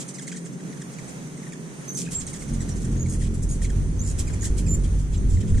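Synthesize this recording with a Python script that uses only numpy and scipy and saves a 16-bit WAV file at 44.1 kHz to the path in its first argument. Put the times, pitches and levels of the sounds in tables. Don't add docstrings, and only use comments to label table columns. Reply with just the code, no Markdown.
import sys
import numpy as np
from scipy import signal
from scipy.fft import rfft, irfft, next_fast_len
from scipy.io import wavfile
from scipy.ndimage import uniform_filter1d

SR = 44100
rng = np.random.default_rng(int(sys.argv[2]) if len(sys.argv) > 2 else 0)


def natural_amplitude(level_db):
    exponent = np.asarray(level_db, float) / 20
    return 10 ** exponent


def pcm_store(signal):
    levels = np.round(np.clip(np.atleast_2d(signal), -1, 1) * 32767)
    wavfile.write(sys.argv[1], SR, levels.astype(np.int16).T)


N = 246959
T = np.arange(N) / SR
FAST = next_fast_len(N)
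HZ = np.arange(FAST // 2 + 1) * SR / FAST


def level(x, db):
    return x * natural_amplitude(db) / np.sqrt(np.mean(x ** 2))


def colour(x, points):
    hz, db = np.transpose(points)
    gain = natural_amplitude(np.interp(np.log(HZ + 1), np.log(hz), db))
    return irfft(rfft(x, FAST) * gain, FAST)[..., :N]


def walk(rate):
    k = int(SR / rate)
    steps = np.repeat(rng.standard_normal(N // k + 1), k)
    return 1.3 * uniform_filter1d(uniform_filter1d(steps, k), k)[:N]


def columns(table):
    s, *rest = np.transpose(table)
    since_start = T - s[0] + (s[0] == 0)
    until_end = s[-1] - T + (s[-1] > T[-1])
    gate = np.clip(np.minimum(since_start, until_end) / 0.0027, 0, 1)
    return [np.interp(T, s, c) for c in rest] + [gate]


def pan(x, db):
    return x * natural_amplitude(np.multiply.outer([.5, -.5], db * np.ones(len(x))))


def pair(side_db):
    mid, side = rng.standard_normal((2, N))
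    return mid + natural_amplitude(side_db) * side * np.array([[1], [-1]])


def late_left(x, lag):
    return np.array([np.roll(x[0], lag), x[1]])


def burst(s, length, rise, fall):
    i = np.arange(max(int(s * SR), 0), min(int((s + length + fall) * SR), N))
    t = T[i] - s
    ending = np.clip((length + fall - t) / (2 * fall), 0, 1)
    return i, t, np.clip(t / rise, 0, 1) * np.sin(np.pi / 2 * ending) ** 2


def add(out, i, x, pan_db):
    left, right = pan(x, pan_db)
    out[0, i - 2 * (pan_db > -2.5)] += left
    out[1, i] += right


# time in seconds, wing hum in dB, downwash (pushed air) in dB.
SWARM = [(0, -30.5, -42), (.11, -38, -41), (.19, -34.5, -35), (.69, -31.5, -29), (.86, -35, -28),
         (1.04, -34, -21), (1.7, -35, -40), (1.78, -37.5, -42), (2.03, -30.5, -39), (2.2, -36, -25),
         (2.56, -32.5, -39), (2.9, -32, -33.5), (4.0, -34, -31), (4.74, -32, -31.5), (5.08, -37, -33),
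         (5.18, -31.5, -28), (5.32, -29.5, -24), (5.44, -29.5, -29.5), (5.6, -31, -26.5)]
# pitch in Hz, strength in dB per Hz.
HUM = [(79, -33), (135, -1.5), (167, 1.5), (226, -6), (285, -8), (339, -13.5), (397, -12), (900, -44.5),
       (1170, -84), (1980, -120)]


def swarm(count=10):
    hum_db, wash_db, _ = columns(SWARM)
    cycle, wings = np.linspace(0, 1, 257), 0
    for hz, place_db in zip(rng.uniform(38, 55, count), np.linspace(-1.3, 1.3, count)):
        stroke = sum(np.cos(2 * np.pi * (k * cycle + rng.random())) for k in range(1, 15))
        turn = np.cumsum(hz * (1 + .05 * walk(3.2) + .03 * walk(15))) / SR
        bird = natural_amplitude(3.26 * walk(3.433)) * np.interp(turn % 1, cycle, stroke)
        wings = wings + pan(bird, 3.5 * place_db)
    rush = level(pair(3.6), -2.8)
    hum = colour(level(wings, -9) + rush, [(25, -22), (40, 3.0), (90, -4.5)] + list(HUM[1:]))
    wash = colour(pair(-11.5), [(12, 6), (30, 5.0), (50, 0.5), (95, 11.5), (140, -14.0), (300, -58.0)])
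    heard = level(hum, 2.32) * natural_amplitude(hum_db) + level(wash, 0) * natural_amplitude(wash_db + 2.5 * walk(14))
    return heard * pan(np.ones(N), -1)


# pitch in Hz, strength in dB per Hz.
YARD = [(290, -31), (500, -1.5), (734, -6.5), (1060, -8.5), (1960, -9), (2800, -14), (5230, -18),
        (6300, -8), (7060, -13.5), (9120, -13.5), (10700, -22), (11400, -25), (12300, -26), (13400, -27.5),
        (14600, -32), (15000, -65)]
# pitch in Hz, opposed part in dB.
APART = [(300, 2.5), (1500, -2.5), (3700, -3), (5200, 0), (9000, -1), (14000, -0.5)]
HISS_RIGHT = np.array([[.15], [-.12]])


def yard():
    mid, side = rng.standard_normal((2, N))
    air = mid + colour(side, APART) * np.array([[1], [-1]])
    hiss = level(colour(air, [(300, -22)] + list(YARD[1:])), -46)
    hiss = hiss * natural_amplitude(0.87 * walk(14) + 0.91 * walk(3.82))
    shrillest = colour(hiss, [(4500, -34), (6000, 1), (10000, 4), (11500, -30)])
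    trill = colour(pair(-12), [(8600, -53), (8900, 10), (9050, 12), (9250, -15), (9600, -54)])
    bouts = .65 + .45 * np.sin(2 * np.pi * 2.95 * T - .7)
    drone = colour(pair(1), [(5900, -54), (6200, -9), (6300, -31), (6420, -4), (6800, -53)])
    crickets = level(trill, -57.0) * bouts + level(drone, -69.0) * natural_amplitude(2 * walk(4.6))
    return pan(np.ones(N), -0.48) * (hiss - HISS_RIGHT * shrillest + crickets)


# pitch in Hz, strength in dB per Hz.
RASP = [(3100, -27.5), (5200, -7.5), (6500, -1.5), (7600, 3), (8400, -6.5), (9200, -4.5), (10800, -18),
        (12000, -22.5), (14500, -25), (15200, -43)]


def rasp(pulse_hz, depth, side_db):
    turn = np.cumsum(pulse_hz * (1 + .2 * walk(60))) / SR
    puffs = 1 - depth + depth * np.exp(-(turn % 1) / 0.48) * 1.5
    air = pair(side_db) * puffs * natural_amplitude(1.55 * walk(95))
    low = colour(air, [(1400, -5), (2500, 10.5), (3500, 13.5), (5600, -4.5), (6500, -40)])
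    shrill = colour(air, [(7000, -25), (8300, 1), (10000, -1), (11500, -15.5), (14500, -26), (15200, -45)])
    return level(colour(air, RASP), 6.6), level(low, 0.99), level(shrill, 1.8)


# start in seconds, length in seconds, level in dB, lower part in dB, shrill part in dB.
BUZZES = [(-.01, 0.036, -36.5, -5.5, -10), (1.923, 0.074, -46, -23, 2), (1.967, .014, -37, -18, -8),
          (1.97, 0.064, -33, -12.5, -11), (2.038, 0.036, -48.5, 2, -11), (2.104, 0.051, -36.5, -8.5, -4.5),
          (2.29, 0.026, -45, -11, -6), (2.386, 0.046, -46.5, -8, -3), (2.805, 0.033, -47, -9, -11),
          (3.083, 0.08, -43, -15, 3), (3.185, 0.09, -46.5, -4.5, 1), (3.337, 0.021, -45, -11, -1),
          (3.374, 0.018, -51, -9, -11), (3.419, 0.03, -43.5, -22, -1), (3.483, 0.087, -46.5, -19, 5),
          (3.609, 0.056, -44.5, -3.5, -1), (4.033, 0.043, -43, -25, -6), (4.064, 0.057, -40.5, -14, -6),
          (4.177, 0.04, -37.5, -6.5, -3), (4.417, 0.021, -39, -14, -4), (4.432, 0.041, -35.5, -8.5, -7),
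          (4.563, 0.044, -39, -5.5, -3), (4.832, 0.026, -50, 4, -2), (4.975, 0.056, -52.5, -9, -9),
          (5.116, 0.045, -50.5, 3, -21), (5.283, 0.083, -46.5, -10, -21), (5.4, .025, -51.5, 5.5, -11),
          (5.468, 0.035, -49, 0, -14)]


def buzzes():
    out, (top, low, shrill) = np.zeros((2, N)), rasp(pulse_hz=233.2, depth=0.58, side_db=-4.5)
    for s, length, db, low_db, shrill_db in BUZZES:
        i, t, shape = burst(s, length, rise=min(.017, .4 * length), fall=0.02)
        voice = top[:, i] + natural_amplitude(low_db - 3.5 + 120 * t) * low[:, i]
        voice = voice + natural_amplitude(shrill_db - 80 * t) * shrill[:, i]
        out[:, i] += shape * natural_amplitude(db - 35 * t) * voice
    return pan(np.ones(N), -2.1) * out


# start in seconds, peak in dB, starting pitch in Hz, lowest tone in dB.
CHATTER = [(.078, -29, 2190, -63), (.137, -28.5, 2184, -47), (0.211, -30, 2130, -48),
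           (.268, -27.5, 2190, -42), (0.317, -32, 2350, -60), (0.358, -30, 2150, -44.5),
           (.447, -33.5, 2190, -49), (.522, -38.5, 2190, -57), (2.198, -26.5, 2274, -47.5),
           (2.264, -25.5, 2180, -49), (2.329, -27.5, 2153, -41.5), (2.355, -35, 1840, -47),
           (2.389, -36, 2090, -66), (2.415, -31, 2215, -45), (2.478, -32, 2136, -51),
           (2.532, -31.5, 2200, -50), (2.603, -29, 1976, -44), (2.681, -29.5, 2040, -48),
           (2.756, -33, 2150, -52), (2.912, -37.5, 2140, -68), (3.057, -36, 2294, -44),
           (4.741, -36.5, 2350, -46.5), (4.834, -40.5, 2160, -51.5), (5.488, -41, 2165, -56),
           (5.569, -33.5, 2170, -45), (.922, -37.5, 2106, -57), (1.078, -35.5, 2100, -52),
           (1.035, -41.5, 1990, -65), (.945, -53, 1970, -62)]
# start in seconds, peak in dB, starting pitch in Hz, lowest tone in dB.
CLEAR = [
    (.797, -38.5, 2040, -50.5),
    (1.262, -41.5, 2330, -52.5),
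    (1.37, -37.5, 2180, -60),
    (2.843, -33.5, 1870, -46.5),
    (4.27, -26, 2520, -43.5),
    (4.329, -30.5, 2490, -45.5),
    (4.664, -26.5, 2556, -46),
]
# start in seconds, lowest tone in dB, starting pitch in Hz, left minus right in dB.
AWAY = [(.25, -44, 1950, 2), (0.344, -43.5, 1930, 6), (.597, -47, 1960, 0), (1.215, -47, 1810, 2),
        (1.808, -47.5, 2000, 0), (1.464, -46.5, 2030, 4), (2.874, -55, 1980, 2), (2.953, -49, 2210, 15),
        (3.145, -46.5, 2000, 2), (3.21, -47, 2190, 19), (4.295, -42.5, 1890, 10), (4.425, -42, 2000, 6),
        (4.445, -42.5, 2110, 16), (4.464, -40.5, 2080, 0), (5.229, -54, 1946, 1), (5.366, -41.5, 2176, -4),
        (5.425, -46.5, 1990, 0), (5.54, -42.5, 1920, -5)]


def chip_rows():
    rows = [(s, db, hz, low, db - 4.5, -3) for s, db, hz, low in CHATTER]
    rows += [(s, db, hz, low, db - 18, -3) for s, db, hz, low in CLEAR]
    return rows + [(s, low - 3, hz, low, low - 0.5, side) for s, low, hz, side in AWAY]


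# pitch in Hz, gain in dB.
THROAT = [(3000, -19), (4600, -21), (5600, -9), (6400, -1), (8600, 0), (10000, -15), (13000, -36)]


def chips(head_s=.008, wobble=.12):
    out, (top, low, _) = np.zeros((2, N)), rasp(pulse_hz=321.6, depth=0.93, side_db=-3.0)
    shake = walk(1500)
    where, gain = np.transpose(THROAT)
    for s, db, hz, low_db, tail_db, pan_db in chip_rows():
        away = np.clip((low_db - db + 15) / 6, 0, 1)
        i, t, shape = burst(s, .02 - .006 * away, rise=.0035, fall=.005)
        late = np.clip(t - (1 - away) * head_s / 2, 0, 1)
        pitch = hz * (1 + .07 * away) * np.exp(-(6 + 550 * late + 12 * away) * late)
        turn = 2 * np.pi * np.cumsum(pitch * (1 + wobble * late / 0.0227 * shake[i])) / SR
        upper = sum(natural_amplitude(np.interp(k * pitch, where, gain)) * np.sin(k * turn) for k in range(2, 7))
        upper = upper * natural_amplitude(db - 5.5 + 3 * shake[i // 5])
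        upper = upper * natural_amplitude((50 * away - 350) * np.clip(t - head_s, 0, 1))
        lowest = np.sin(turn) + natural_amplitude(-10) * np.sin(2 * turn)
        lowest = lowest * natural_amplitude(low_db - 1.5 * away - 60 * t + 3.5 * shake[i // 4])
        add(out, i, shape * (upper + lowest), pan_db)
        i, t, shape = burst(s + 0.0074, 0.019, rise=0.0047, fall=0.028)
        out[:, i] += pan(shape, pan_db) * natural_amplitude(tail_db - 8) * (top[:, i] + natural_amplitude(-8.5) * low[:, i])
    return out


# start in seconds, lowest tone in dB, starting pitch in Hz,
# speed of the fall per second, upper tones in dB.
SLIDES = [(.184, -38, 2300, 62, -36.5), (.316, -39, 2760, 107, -40), (.722, -44.5, 2560, 57, -47),
          (.766, -49, 2050, 70, -50), (.814, -41, 2063, 62, -41), (.985, -36.5, 2465, 54, -38),
          (2.345, -45, 2140, 45, -54), (2.42, -45, 2340, 45, -54), (1.39, -53, 2200, 50, -56),
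          (1.462, -50, 2250, 55, -58), (1.428, -42.5, 2290, 41, -47), (1.522, -38, 2440, 59, -41),
          (3.644, -37, 2495, 37, -37), (3.694, -42.5, 2145, 62, -43)]
# start in seconds, level in dB, pitch in Hz.
POPS = [(2.054, -43, 2300), (2.064, -38, 2640), (2.074, -35, 1740), (2.087, -36, 2600), (2.097, -48, 2000),
        (2.31, -49, 1900), (2.372, -47, 1800), (2.965, -48, 1700), (.783, -52, 2400), (4.592, -41, 2450),
        (1.375, -43, 2130), (3.618, -37, 1930)]
# pitch in Hz, gain in dB.
OPEN_BILL = [(2800, -2), (4000, -5), (5200, -5), (6200, 2), (7800, 2.5), (10500, -14), (13000, -36)]


def slides():
    slide_s, pop_s, rest_hz = .014, .0042, 1106
    out, shake = np.zeros((2, N)), walk(300)
    where, gain = np.transpose(OPEN_BILL)
    rows = [(*row, slide_s) for row in SLIDES]
    rows += [(s, db, hz, 25, db - 12, pop_s) for s, db, hz in POPS]
    for s, db, hz, fall, upper_db, length in rows:
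        i, t, shape = burst(s, length, rise=0.0011, fall=0.0045)
        pitch = rest_hz + (hz - rest_hz) * np.exp(-fall * t)
        turn = 2 * np.pi * np.cumsum(pitch * (1 + .02 * shake[i // 3])) / SR
        upper = sum(natural_amplitude(np.interp(k * pitch, where, gain)) * np.sin(k * turn) for k in range(2, 7))
        voice = natural_amplitude(db) * np.sin(turn) + natural_amplitude(upper_db) * upper
        add(out, i, shape * natural_amplitude(3.0 * shake[i]) * voice, -3)
    return out


# start in seconds, length in seconds, first pitch in Hz, last pitch in Hz, level in dB.
WHISTLES = [(1.877, .04, 6230, 6200, -32.5), (1.917, .018, 6400, 6470, -36), (1.945, .028, 6400, 6220, -32),
            (2.128, .018, 7330, 7400, -38), (2.148, .027, 7380, 7500, -24.5), (2.18, .018, 7500, 7600, -27),
            (2.7, .03, 5750, 5650, -45), (2.963, .03, 6550, 6620, -46), (2.993, .04, 6680, 6690, -36.5),
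            (3.036, .03, 6600, 6600, -50), (3.485, .058, 6660, 6720, -38), (3.988, .022, 6280, 6250, -38),
            (4.01, .022, 6750, 7400, -34), (4.68, .022, 7120, 7160, -32), (4.703, .052, 7200, 7215, -27),
            (4.757, .012, 7200, 7180, -47), (5.158, .022, 7650, 7400, -48), (5.174, .014, 6700, 6050, -46)]
# pitch of that tone in Hz, level against the note in dB.
OCTAVE = [(12000, -15), (13400, -15), (14400, -17), (14800, -41)]


def whistles():
    steady_db, throb_hz = -23, 90
    out, slow, quick = np.zeros(N), walk(260), walk(700)
    for s, length, hz, end_hz, db in WHISTLES:
        flutter_db = .27 * (steady_db - db)
        i, t, shape = burst(s, length, rise=0.003 + .0012 * flutter_db, fall=0.005)
        throb = np.cos(2 * np.pi * throb_hz * t + 3.0)
        pitch = hz + (end_hz - hz) * t / length
        waver = 1 + 0.0025 * flutter_db * (quick[i] + 0.38 * throb)
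        turn = 2 * np.pi * np.cumsum(pitch * waver) / SR
        octave_db = np.interp(2 * pitch, *np.transpose(OCTAVE)) - 2.0 * flutter_db - 1.0
        loudness = natural_amplitude(db + 5.0 + flutter_db * (0.56 * slow[i] + throb))
        out[i] += shape * loudness * (np.sin(turn) + natural_amplitude(octave_db) * np.sin(2 * turn))
    return pan(out, -2.5)


# start in seconds, length in seconds, beats per second, pitch in Hz, level in dB.
RATTLES = [
    (1.973, .05, 72, 6120, -32),
    (3.084, .065, 77, 6700, -36),
    (4.036, .085, 79, 7300, -32),
    (4.408, .062, 88, 6800, -30.5),
    (3.489, .03, 140, 9050, -44),
]


def rattles():
    out, chop, shake = np.zeros(N), np.ones(N), walk(900)
    for s, length, rate, hz, db in RATTLES:
        i, t, shape = burst(s, length, rise=0.0031, fall=0.011)
        beat = rate * t % 1
        strike = np.clip(beat / 0.095, 0, 1) * np.exp(-beat / 0.54) * 2.13
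        pitch = hz * (1 - .5 * t - .025 * beat + .016 * shake[i])
        out[i] += shape * strike * natural_amplitude(db - 70 * t) * np.sin(2 * np.pi * np.cumsum(pitch) / SR)
        chop[i] *= 1 + .5 * shape * (strike - 1)
    return pan(out, -3.0), chop


# time in seconds, wingbeats in Hz, beat level in dB, snap of the stroke in dB.
HOVER = [(2.3, 42.37, -58, 3), (2.53, 45.7, -29.5, 8.5), (2.63, 42.62, -37, 10.5), (2.82, 40.32, -45.5, 14),
         (2.93, 45.64, -26.5, 4.5), (3.01, 42.57, -27.5, 1.5), (3.36, 43.81, -26.5, 0),
         (3.59, 41.99, -32, 1), (3.77, 48.16, -25.5, -5.5), (4.03, 49.79, -32.5, -1),
         (4.11, 49.73, -30, -2), (4.39, 52.09, -37.5, -2), (4.53, 48.86, -28.5, -3.5),
         (4.65, 46.71, -28.5, -1), (4.88, 47.44, -28, -3.5), (5.14, 49.88, -27.5, -8.5),
         (5.4, 42.7, -34.5, 7), (5.6, 40.66, -34, 6.5)]
# multiple of the beat, level against the beat in dB, share of the snap.
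STROKE = [(2, -10, 0.14), (3, -6, 0.49), (4, -19.5, 0.84), (5, -13.5, 1.37), (6, -25, 0.19),
          (7, -21.5, 0.83)]


def hover():
    hz, beat_db, snap_db, gate = columns(HOVER)
    turn = 2 * np.pi * np.cumsum(hz * (1 + 0.01228 * walk(18))) / SR
    tones = [(0.99, beat_db)]
    tones += [(int(round(k)), beat_db + share * snap_db + db) for k, db, share in STROKE]
    return gate * sum(np.sqrt(2) * natural_amplitude(db + 1.4 * walk(30)) * np.cos(k * turn) for k, db in tones)


def wall(x, t60_s=0.11, wet_db=-5):
    t = np.arange(int(.2 * SR)) / SR
    fade = np.exp(-np.log(1000) * t / t60_s) * (t > .0008)
    tail = level(rng.standard_normal((2, len(t))) * fade, wet_db)
    return x + signal.fftconvolve(x, tail / np.sqrt(len(t)), axes=1)[:, :N]


def scene():
    notes, chop = rattles()
    calls = chips() + slides() + whistles() + notes + chop * buzzes()
    calls = natural_amplitude(-4.5) * wall(calls)
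    wings = swarm() + pan(hover(), -1)
    return wings + late_left(calls, 1) + late_left(yard(), 11)


# time in seconds, bass gain in dB.
LOW_CUT = [
    (0, -25),
    (.06, -44),
    (1.95, -26),
    (2.07, -22),
    (2.2, -13.5),
    (2.45, -7),
    (2.55, 1.5),
    (5.6, 4.5),
]


def wind_filter(x):
    bass = colour(x, [(124, 0), (140, -30.5)])
    gain_db, _ = columns(LOW_CUT)
    return x - (1 - natural_amplitude(gain_db)) * bass


# pitch in Hz, share of quiet patches muted in the
GAPS = [(2500, .02, .05), (3800, .12, .5), (5000, .06, .06), (10700, .04, .04), (11400, .7, .7),
        (12200, .48, .48), (13000, .5, .5), (14800, .6, .6)]


def starve(x):
    patch_hz, patch_s, pass_db = 220, .07, 8
    mid_side = np.array([x[0] + x[1], x[0] - x[1]]) / 2
    hz, t, z = signal.stft(mid_side, SR, nperseg=1024, boundary="even")
    field = rng.standard_normal(z.shape[1:]) + .3 * rng.standard_normal(z.shape)
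    for size, axis in ((patch_hz / hz[1], 1), (patch_s / (t[1] - t[0]), 2)):
        field = uniform_filter1d(field, int(size), axis=axis)
    rank = field.ravel().argsort().argsort().reshape(z.shape) / field.size
    where, *share = np.transpose(GAPS)
    share = np.array([np.interp(hz, where, s, left=0) for s in share])[..., None]
    busy = np.interp(t, T, columns(LOW_CUT)[0]) > 0
    share = share + np.outer(np.clip((hz - 13000) / 1500, 0, 1), busy) * .35
    power = uniform_filter1d(uniform_filter1d(abs(z) ** 2, 5, axis=1), 3, axis=2)
    quiet = power < natural_amplitude(2 * pass_db) * np.median(power, axis=2, keepdims=True)
    muted = (rank < share) & quiet
    mid, side = signal.istft(z * ~muted, SR)[1][:, :N]
    return np.array([mid + side, mid - side])


def roll_off(x):
    return signal.sosfilt(signal.butter(12, 15100, fs=SR, output="sos"), x)


def record(dry):
    rumble = level(colour(pair(-25), [(15, -3), (40, 1), (130, -13), (200, -55)]), -68.0)
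    ending = np.clip((T[-1] - T) / .004, 0, 1)
    mix = ending * starve(wind_filter(dry) + rumble)
    return roll_off(mix)


dry = scene()
out = record(dry)
pcm_store(out)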